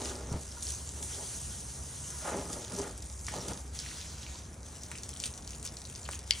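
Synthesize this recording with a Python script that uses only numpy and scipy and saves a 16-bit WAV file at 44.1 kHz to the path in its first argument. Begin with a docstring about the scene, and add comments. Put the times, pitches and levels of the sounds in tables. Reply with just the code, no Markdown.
"""A driveway, heard from the side through two microphone ports a few centimetres apart; far traffic drones.
A garden hose plays over a parked car: the spray hisses and spatters, and run-off smacks on the concrete.
For the first 3.6 s the jet drums on the steel panels whenever it crosses them. From 4.5 s the water falls
nearer the left port. A dry tap sounds at 6.1 s; at 6.3 s the nozzle's trigger snaps, close on the left."""
import sys
import numpy as np
from scipy import signal
from scipy.fft import rfft, irfft, next_fast_len
from scipy.io import wavfile
from scipy.ndimage import uniform_filter1d, map_coordinates

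SR = 44100
rng = np.random.default_rng(int(sys.argv[2]) if len(sys.argv) > 2 else 0)


def unload_audio(sound):
    """Save the sound as a 16-bit wav file, at the path given as the first command line argument."""
    columns = np.transpose(np.atleast_2d(sound))
    # keep every value between -1 and 1, then stretch to whole-number steps
    steps = np.round(np.clip(columns, -1, 1) * 32767)
    wavfile.write(sys.argv[1], SR, steps.astype(np.int16))


N = 282240

# The stream from the hose: (time [s], mist level [dB], splash level [dB])
SPRAY_LEVELS = [(0.0, -45, -47.5), (0.25, -54, -54.5), (0.6, -48.5, -50.5), (0.98, -48, -51.5),
                (1.08, -43, -50.5), (1.4, -42.5, -46), (1.8, -47.5, -52), (2.1, -45, -49),
                (2.45, -48.5, -53), (2.68, -68, -50), (2.95, -56, -57), (3.24, -47.5, -61.5),
                (3.34, -51.5, -43), (3.6, -50.5, -53), (3.725, -62, -59.5), (3.85, -59, -46.5),
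                (4.2, -67, -50), (4.38, -58, -48.5), (4.48, -58.5, -62), (4.62, -59.5, -63),
                (4.66, -56, -53.5), (5.1, -52, -54.5), (5.6, -54, -60.5), (6.05, -53.5, -54.5),
                (6.23, -64, -58.5), (6.4, -46, -43.5)]
# Water thrown back off an edge: (time [s], rise [s], fall [s], mist level [dB], splash level [dB])
SURGES = [(0.055, 0.1, 0.26, -60, -42), (0.63, 0.013, 0.35, -40, -63), (0.68, 0.071, 0.63, -56, -50.5),
          (1.03, 0.017, 0.071, -37, -66), (1.125, 0.13, 0.08, -59, -44.5), (2.29, 0.5, 0.23, -45, -47.5),
          (2.53, 0.11, 0.17, -41.5, -51), (2.79, 0.27, 0.26, -45.5, -43.5), (3.285, 0.039, 0.068, -60, -42),
          (3.49, 0.035, 0.08, -45, -44.5), (3.752, 0.039, 0.16, -47, -46), (3.8, 0.024, 0.26, -61, -43.5),
          (3.93, .1, 0.68, -54, -48), (5.257, 0.052, 0.049, -39, -41), (5.53, .08, 0.12, -63, -53.5),
          (5.67, 0.059, 0.041, -47, -45.5), (6.13, 0.088, 0.13, -47, -50)]
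# Droplet hits within the spray: (time [s], level over the hiss [dB])
SPATTER = [(0, -3.5), (.6, -1.5), (1.2, -11.5), (2.4, -4.5), (3, 0.5), (3.9, -7.5), (4.7, -5), (5, -0.5),
           (6.2, 2.5), (6.4, -11)]
# Spectra of fine mist and of heavier splash: (frequency [Hz], level [dB])
MIST_SPECTRUM = [(3000, -67), (4500, -18.5), (6200, 0), (7600, -2.5), (9000, 2), (10500, -4), (12000, -9.5),
                 (15000, -18.5)]
SPLASH_SPECTRUM = [(600, -29), (1500, -7), (2400, -8), (3200, -4), (4500, -3.5), (6500, 0), (12000, -10.5)]
# The jet crosses a panel: (time [s], rise [s], fall [s], large panels [dB],
# door skin over large panels [dB], boom over large panels [dB], middle panels [dB], patter [dB])
CROSSINGS = [(0.0, .1, 0.067, -41, 2.5, -29.5, -38.5, -54), (0.09, 0.24, 0.26, -45, -9, -7, -45.5, -47.5),
             (0.325, 0.065, 0.094, -43.5, -7, -7, -47, -55),
             (0.355, 0.074, 0.086, -48.5, -6.5, 8.5, -47, -52),
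             (1.02, 0.098, 0.093, -52, -9, 4, -53.5, -64), (1.225, 0.11, 0.066, -51, -6.5, -21, -50, -59),
             (2.257, 0.023, 0.15, -44.5, -17, -22, -37.5, -46),
             (2.29, 0.078, 0.12, -54, -20, -15, -55, -37), (2.325, 0.15, 0.13, -53, -17, -17, -41, -57),
             (2.36, 0.073, 0.12, -39.5, -2, -3, -41, -52), (2.41, 0.12, 0.088, -52, -8, -9, -46.5, -62),
             (2.52, 0.12, 0.19, -46.5, -15, -1, -48, -48.5), (2.585, 0.18, 0.11, -48, -19, -16, -47, -61),
             (2.74, 0.11, 0.18, -46.5, -23, 3.5, -48, -53.5),
             (2.795, 0.032, 0.048, -40, 5.5, -20, -39.5, -58), (2.85, 0.14, 0.12, -46.5, -6, -13, -46, -46),
             (3.342, 0.037, 0.12, -43, -13, -17, -44, -51), (3.39, 0.092, 0.15, -48, -7, 0, -48, -60),
             (3.51, 0.13, 0.11, -45.5, -16, 5, -45, -49.5)]
# Water patters on small stiff parts only: (time [s], rise [s], fall [s], level [dB])
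TRIM_PATTER = [(0.585, 0.055, 0.024, -48), (2.151, 0.14, 0.25, -53), (3.285, .01, .12, -55),
               (4.36, 0.042, 0.023, -54), (4.915, 0.009, 0.04, -55), (6.135, 0.056, 0.2, -68)]
# Resonances of the steel panels and of the car body: (frequency [Hz], width [Hz], level [dB])
PANEL_MODES = [(171.4, 33, -6), (243, 12.5, 0), (337, 110, -5), (479, 21, -3), (548, 74, 1),
               (710, 570, -5.5), (827, 32, 1.5), (962, 38, 0), (1238, 45, -9), (1416, 38, -5),
               (1730, 490, -20.5)]
BODY_MODES = [(119, 48, -5.5), (190, 34, -0.5)]
# Single heavy slugs of water on the body: (time [s], peak level [dB])
THUMPS = [(.317, -25.5), (0.345, -24), (0.36, -31), (2.394, -42), (2.591, -40), (3.396, -39)]
# The largest drops on the concrete: (time [s], smack peak level [dB], pitch [Hz])
DROPS = [(0.0178, -29, 5200), (0.0487, -25, 6000), (0.0565, -26, 4600), (0.074, -33, 5800),
         (0.1546, -32, 5540), (0.208, -37, 5700), (0.328, -26.5, 7400), (0.6255, -21.5, 6900),
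         (0.635, -33, 6490), (0.6523, -26, 6740), (0.6686, -25, 5730), (0.688, -23, 6840),
         (0.706, -26, 7100), (0.724, -28.5, 6340), (0.891, -26, 6850), (1.0275, -21.5, 7060),
         (2.531, -24, 7040), (2.7876, -22.5, 7100), (2.9776, -29, 9100), (3.023, -30, 7800),
         (3.026, -28.5, 7500), (3.065, -37, 6800), (3.082, -41, 6160), (3.0995, -32.5, 6340),
         (3.176, -37, 6600), (3.193, -35, 6700), (3.203, -41, 5500), (3.212, -35, 7600), (3.246, -39, 5400),
         (3.254, -40, 6500), (3.267, -23, 6500), (3.27, -31, 4500), (3.283, -29.5, 1600),
         (3.285, -29, 5600), (3.339, -29, 620), (3.347, -36, 700), (3.479, -30, 6500), (3.4853, -28, 5400),
         (3.534, -28, 6500), (3.575, -35, 5500), (3.862, -36.5, 2300), (3.888, -33, 3300),
         (3.914, -37, 1910), (4.013, -34.5, 3900), (3.79, -22.5, 6000), (4.231, -36, 4000),
         (4.265, -33.5, 2620), (4.357, -35, 4200), (4.389, -34, 6417), (4.631, -35.5, 5770),
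         (4.835, -26, 7050), (4.9158, -31, 1770), (4.915, -26.5, 8500), (4.9537, -35.5, 2500),
         (4.9845, -28, 6500), (5.034, -24.5, 6160), (5.091, -22.5, 8300), (5.117, -35, 7700),
         (5.132, -38, 3700), (5.163, -35, 3300), (5.172, -28, 8000), (5.201, -19.5, 6640),
         (5.2214, -28, 6650), (5.238, -22.5, 3830), (5.239, -21, 6960), (5.258, -21.5, 6540),
         (5.3386, -30, 6000), (5.3774, -27, 7200), (5.4233, -37, 6600), (5.448, -39, 5760),
         (5.476, -27.5, 6430), (5.4924, -33, 6940), (5.507, -26, 7100), (5.533, -36.5, 3200),
         (5.5484, -36, 5000), (5.5976, -37, 6550), (5.6282, -26, 8450), (5.651, -22.5, 9150),
         (5.6577, -37.5, 2020), (5.675, -24, 5660), (5.6884, -36, 5500), (5.7399, -32, 9260),
         (5.769, -28, 5140), (5.8177, -29, 6850), (5.852, -30, 4650), (5.872, -31, 6950),
         (5.899, -29, 8140), (5.899, -40, 2700), (5.951, -32.5, 5700), (5.9586, -29, 5370),
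         (5.9783, -36, 6040), (6.0123, -37, 8430), (6.0312, -33, 6900), (6.054, -33, 3600),
         (6.0618, -35, 2670), (6.0905, -29, 7500), (6.112, -24, 8850), (6.117, -39, 4500),
         (6.133, -30, 2300), (6.1479, -30, 6470), (6.156, -29, 6430), (6.191, -27.5, 8100),
         (6.277, -31, 7200)]
# The lever's snap and rattles: (time [s], peak level [dB])
TRIGGER_HITS = [(6.3084, -6.5), (6.326, -28), (6.335, -29), (6.351, -33)]
# The lever's resonances: (frequency [Hz], relative level [dB], decay by 60 dB [s])
TRIGGER_MODES = [(2240, -11.5, 0.0096), (3200, 7, 0.0028), (4540, 4.5, 0.0029), (5200, 9.5, 0.0022),
                 (7160, -11, 0.0087), (8900, -12.5, 0.0056), (10330, -6.5, 0.0039), (13850, -24, 0.0023)]
# One far engine's drone climbs, then drops at each gear change: (time [s], pitch [Hz], level [dB])
ENGINE_DRONE = [(0.0, 65, -44.5), (1.2, 72, -49), (1.45, 62, -51.5), (2.5, 72, -54), (2.8, 61, -49),
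                (3.4, 65.5, -44), (4.75, 70, -55), (5.2, 73, -48), (5.4, 62, -55), (6.4, 66, -48)]
# The far engine's overtone, about an octave above its drone: (time [s], pitch [Hz], level [dB])
ENGINE_OVERTONE = [(.45, 113.3, -60), (1.25, 122.2, -55.5), (2.3, 144.4, -55.5)]
# Spectrum of the street's wash: (frequency [Hz], level [dB])
STREET_SPECTRUM = [(15, -68), (25, -23), (71, -3), (178, -15), (229, -16.5), (262, -20), (364, -22),
                   (662, -25), (787, -26), (2500, -36.5), (3250, -65), (5500, -120)]
# Reflections off fence and house wall: (frequency [Hz], decay by 60 dB [s])
YARD_DECAY = [(300, 0.11), (2500, 0.3), (6000, 0.08), (14000, 0.037)]
# Stereo width: how alike left and right sound, nearly mono at 4.6-6 kHz: (frequency [Hz], likeness [0..1])
STEREO_LIKENESS = [(30, .99995), (110, .9995), (200, .99), (380, .92), (700, .8), (1400, .76), (2500, .55),
                   (3600, .85), (4600, .97), (6000, .985), (6800, .88), (8500, .78), (11000, .88),
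                   (11900, .9999)]
# Phase between the ports: (frequency [Hz], lead of the left port [rad])
PORT_LEAD = [(1000, 0), (6000, .1), (7000, .75), (10200, 2), (11000, 2.7), (11900, np.pi)]

TIME = np.arange(N) / SR


def spray():
    """At the car, fine mist hisses and heavier water splashes lower; both carry droplet hits."""
    mist_db, splash_db = curves(SPRAY_LEVELS)
    surge_mist_db, surge_splash_db = np.transpose(SURGES)[3:]
    hit_gain = amp(curves(SPATTER)[0])
    hits = hit_gain * impacts(count=4500, spread_db=4.0, burst_ms=1.0, patchy_db=4)
    flutter = wobble(rate_hz=30)

    def layer(spectrum, level_db, surge_db, patchy_db, flutter_db):
        water = (patchy(patchy_db) + hits) / np.hypot(1, hit_gain)
        gain = np.hypot(amp(level_db), swells(SURGES, surge_db)) * amp(flutter_db * flutter)
        return gain * unit(spread(water, lambda hz: amp(along(spectrum, hz))))

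    mist = layer(MIST_SPECTRUM, mist_db, surge_mist_db, patchy_db=1.5, flutter_db=0.24)
    splash = layer(SPLASH_SPECTRUM, splash_db, surge_splash_db, patchy_db=2.0, flutter_db=1.06)
    return mist + splash


def drumming():
    """Slugs of water from the jet beat the sheet steel at one spot, which rings at its own resonances."""
    large_db, skin_db, boom_db, middle_db, patter_db = np.transpose(CROSSINGS)[3:]
    slugs = impacts(count=9000, spread_db=-6.5, burst_ms=15.0, patchy_db=0.5)

    def ring(modes, width=0.38):
        return unit(spread(slugs, resonances(modes), width))

    large = swells(CROSSINGS, large_db, crest=.2) * ring(PANEL_MODES[:4])
    middle = swells(CROSSINGS, middle_db, crest=.2) * ring(PANEL_MODES[4:8])
    boom = swells(CROSSINGS, large_db + boom_db) * ring(BODY_MODES)
    door_mode = hum(hz=398.4, rate_hz=25, steady=2.2)  # the door's lowest mode, barely damped
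    skin = swells(CROSSINGS, large_db + skin_db, crest=.2) * door_mode
    trim_gain = swells(TRIM_PATTER, np.transpose(TRIM_PATTER)[3])
    passing_gain = np.hypot(swells(CROSSINGS, patter_db), trim_gain)
    steady_gain = amp(curves(SPRAY_LEVELS)[1] - 20)  # 20 dB under the splash
    patter = np.hypot(passing_gain, steady_gain) * ring(PANEL_MODES[7:], width=1)
    return large + middle + boom + skin + patter


def thumps(t60_s=0.028, rise_s=0.0033):
    """Heavy slugs boom in the car body, one or two low swings each."""
    out, t = np.zeros(N), np.arange(SR // 10) / SR
    envelope = amp(-60 * t / t60_s) * (1 - np.exp(-t / rise_s))
    for start, db in THUMPS:
        hz = rng.uniform(95, 120)
        swing = envelope * np.sin(2 * np.pi * hz * t)
        out[round(start * SR):][:len(t)] -= amp(db) * unit_peak(swing)
    return out


def drops(rise_s=.0002, fizz_hz=6500, fizz_t60_s=0.056, fizz_db=-15.5):
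    """Each large drop smacks the concrete in a band set by its size, then breaks into a short fizz."""
    out, t = np.zeros(N + SR), np.arange(3000) / SR
    fizz_band = signal.iirpeak(fizz_hz, .9, SR)
    for start, db, hz in DROPS:
        band = signal.iirpeak(hz, 1.1 + hz / 12000, SR)  # big drops land with a broad dull knock
        envelope = np.exp(-t * (hz + 5000) / 8) * (1 - np.exp(-t / rise_s))
        burst = rng.standard_normal(len(t)) * envelope
        burst[8] += 3  # the first contact is one sharp tick
        bright_edge = 0.045 * min(hz / 5000, 1) * np.gradient(burst)
        smack = signal.lfilter(*band, signal.lfilter(*band, burst)) + bright_edge
        fizz = signal.lfilter(*fizz_band, rng.standard_normal(len(t)) * amp(-60 * t / fizz_t60_s))
        out[round(start * SR):][:len(t)] += amp(db) * (unit_peak(smack) + amp(fizz_db) * fizz)
    return out[:N]


def trigger(rise_s=0.0009, spring_at_s=6.3235, spring_db=-32):
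    """Close by, the nozzle's lever snaps against its stop and rattles; its spring sings briefly."""
    out, t = np.zeros(N + SR), np.arange(2000) / SR
    low_cut = signal.butter(4, 1800, 'high', fs=SR, output='sos')  # too small to radiate bass
    for start, db in TRIGGER_HITS:
        scatter_db = rng.normal(0, 1.5, len(TRIGGER_MODES))
        ring = sum(amp(mode_db + offset_db - 60 * t / t60) * np.sin(2 * np.pi * hz * t)
                   for (hz, mode_db, t60), offset_db in zip(TRIGGER_MODES, scatter_db))
        click = signal.sosfilt(low_cut, ring * (1 - np.exp(-t / rise_s)))
        out[round(start * SR):][:len(t)] += amp(db) * unit_peak(click)
    spring_envelope = np.exp(-((TIME - spring_at_s) / .006) ** 4)  # about 12 ms long
    return out[:N] + amp(spring_db) * spring_envelope * hum(hz=4650, rate_hz=150, steady=2.2)


def tap(at_s=6.0888, db=-27.5, from_hz=3440, to_hz=377, slide_s=0.00102, rise_s=0.00087, t60_s=0.01):
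    """One dry tap slides down in pitch onto a hollow low note."""
    t = np.clip(TIME - at_s, 0, None)
    hz = to_hz + (from_hz - to_hz) * np.exp(-t / slide_s)
    phase = 2 * np.pi * np.cumsum(hz * (t > 0)) / SR
    envelope = (1 - np.exp(-(t / rise_s) ** 2)) * amp(-60 * t / t60_s)
    return amp(db) * unit_peak(envelope * np.sin(phase))


def yard(x, delay_samples=90):
    """Fence and house wall answer, thin in the bass; each frequency dies at its own speed."""
    band_hz, t, noise = signal.stft(rng.standard_normal((2, SR // 2)), SR, nperseg=256)
    decay = amp(-60 * t / along(YARD_DECAY, band_hz)[:, None])
    tail = signal.istft(noise * decay, SR, nperseg=256)[1]
    delayed = np.pad(x, (delay_samples, 0))[None]
    reflections = signal.fftconvolve(delayed, tail / np.linalg.norm(tail[0]), axes=1)[:, :N]
    return spread(reflections, lambda hz: 1j * hz / (1200 + 1j * hz) / (1 + 1j * hz / 6000))


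def traffic(overtone_fade_s=0.15, wash_db=-48, waver_db=.3):
    """Far off, one engine's low note wavers up through the gears, with its overtone and the street's wash."""
    drone_hz, drone_db = curves(ENGINE_DRONE)
    drone = amp(drone_db) * hum(drone_hz, rate_hz=20, steady=1.8)
    overtone_hz, overtone_db = curves(ENGINE_OVERTONE)
    start, end = ENGINE_OVERTONE[0][0], ENGINE_OVERTONE[-1][0]
    fade = np.clip(np.minimum(TIME - start, end - TIME) / overtone_fade_s, 0, 1)
    overtone = fade * amp(overtone_db) * hum(overtone_hz, rate_hz=5.36, steady=6.8)
    wash = unit(spread(patchy(patchy_db=0.9), lambda hz: amp(along(STREET_SPECTRUM, hz))))
    return drone + overtone + amp(wash_db + waver_db * wobble(rate_hz=2.07)) * wash


def spread(pair, response, width=1):
    """A wide source: the second stream is what differs between left and right."""
    def mid_and_side(hz):
        angle = width * np.arccos(along(STEREO_LIKENESS, hz)) / 2
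        return response(hz) * [np.cos(angle), np.sin(angle)]

    mid, side = filtered(pair, mid_and_side)
    return np.array([mid + side, mid - side])


def leftward(x, shade_db, lead_rad):
    """A source on the left: the left port leads, and the microphone's housing shades the right one."""
    def ports(hz):
        shade = np.exp(-np.log((hz + 1) / 3800) ** 2 / .3)
        mid_lead = np.exp(-(np.log((hz + 1) / 2400) / .95) ** 4)
        top_lead = .35 * (hz / 14000) ** 4
        left = amp(shade_db * shade / 2) * np.exp(.5j * lead_rad * (mid_lead + top_lead))
        return np.array([left, 1 / left])

    return filtered(x, ports)


def impacts(count, spread_db, burst_ms, patchy_db):
    """Random droplet hits: noise bursts of varied size and colour, two streams with the same timing."""
    size_db = spread_db * np.minimum(rng.exponential(1, count), 2.2)  # drop sizes are bounded
    strikes = np.bincount(rng.integers(0, N, count), amp(size_db), N)
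    fade = np.exp(-np.arange(400) / (burst_ms * SR / 1000))
    return unit(signal.fftconvolve(strikes, fade)[:N] * patchy(patchy_db))


def patchy(patchy_db):
    """Two white noises sharing patches of random gain in time and frequency."""
    noise = signal.stft(rng.standard_normal((2, N)), nperseg=512)[2]
    patches = uniform_filter1d(uniform_filter1d(rng.standard_normal(noise.shape[1:]), 8, 0), 8, 1)
    return unit(signal.istft(noise * amp(patchy_db * unit(patches)), nperseg=512)[1][:, :N])


def swells(rows, peak_db, crest=0):
    """Gain of events that slope by about 20 dB per rise or fall time; crest rounds their tops."""
    t = TIME[::32]
    peak_s, rise_s, fall_s = np.transpose(rows)[:3, :, None]
    from_peak = np.maximum((peak_s - t) / rise_s, (t - peak_s) / fall_s)
    rounded = np.hypot(from_peak, crest) - crest
    power = np.sum(amp(peak_db[:, None] - 20 * rounded) ** 2, axis=0)
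    return np.interp(TIME, t, np.sqrt(power))


def resonances(modes):
    """Causal frequency response of damped modes, added with alternating sign."""
    return lambda hz: sum((-1) ** k * amp(db) * 1j * hz * width / (centre**2 - hz**2 + 1j * hz * width)
                          for k, (centre, width, db) in enumerate(modes))


def hum(hz, rate_hz, steady):
    """A tone of rms 1 that wavers in level and phase around a steady part."""
    waver = wobble(rate_hz) + 1j * wobble(rate_hz) + steady
    phase = 2 * np.pi * np.cumsum(hz * np.ones(N)) / SR
    return unit((waver * np.exp(1j * phase)).real)


def wobble(rate_hz):
    """A smooth random curve with rate_hz knots a second."""
    return map_coordinates(rng.standard_normal(int(N * rate_hz / SR) + 4), [TIME * rate_hz])


def filtered(x, response):
    """x through a complex frequency response."""
    size = next_fast_len(N + SR // 2)
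    return irfft(rfft(x, size) * response(np.fft.rfftfreq(size, 1 / SR)), size)[..., :N]


def curves(rows):
    """One value per sample for each column after the time."""
    times, *columns = np.transpose(rows)
    return [np.interp(TIME, times, column) for column in columns]


def along(points, hz):
    """Interpolate (frequency [Hz], value) points on a log axis."""
    point_hz, values = np.transpose(points)
    return np.interp(np.log(hz + 1), np.log(point_hz + 1), values)


def amp(db):
    """Decibels to gain."""
    return 10 ** (np.asarray(db) / 20)


def unit(x):
    """Scaled to rms 1."""
    return x / np.sqrt(np.mean(x ** 2) + 1e-20)


def unit_peak(x):
    """Scaled to peak 1."""
    return x / np.abs(x).max()


def scene():
    """The driveway from the microphone: water and nozzle near, yard around, traffic far behind."""
    snap, drips, knock, water = trigger(), drops(), tap(), spray()
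    to_left = np.clip((TIME - 4.5) / .3, 0, 1)  # from 4.5 s the water falls nearer the left port
    near = (drips + water) * (1 - to_left)
    near += leftward(water * to_left, shade_db=2.5, lead_rad=.45)
    near += leftward(drips * to_left + knock, shade_db=5.5, lead_rad=.8)
    near += leftward(snap, shade_db=7.5, lead_rad=1.05)
    reflections = amp(-11) * yard(snap) + amp(-6) * yard(drips + amp(-4) * knock)
    return near + reflections + thumps() + drumming() + traffic()


def record(dry):
    """The spaced ports drift out of phase towards the treble; nothing above 16 kHz is kept."""
    return filtered(dry, lambda hz: np.exp(.5j * along(PORT_LEAD, hz) * [[1], [-1]]) * (hz < 16000))


dry = scene()
out = record(dry)
unload_audio(out)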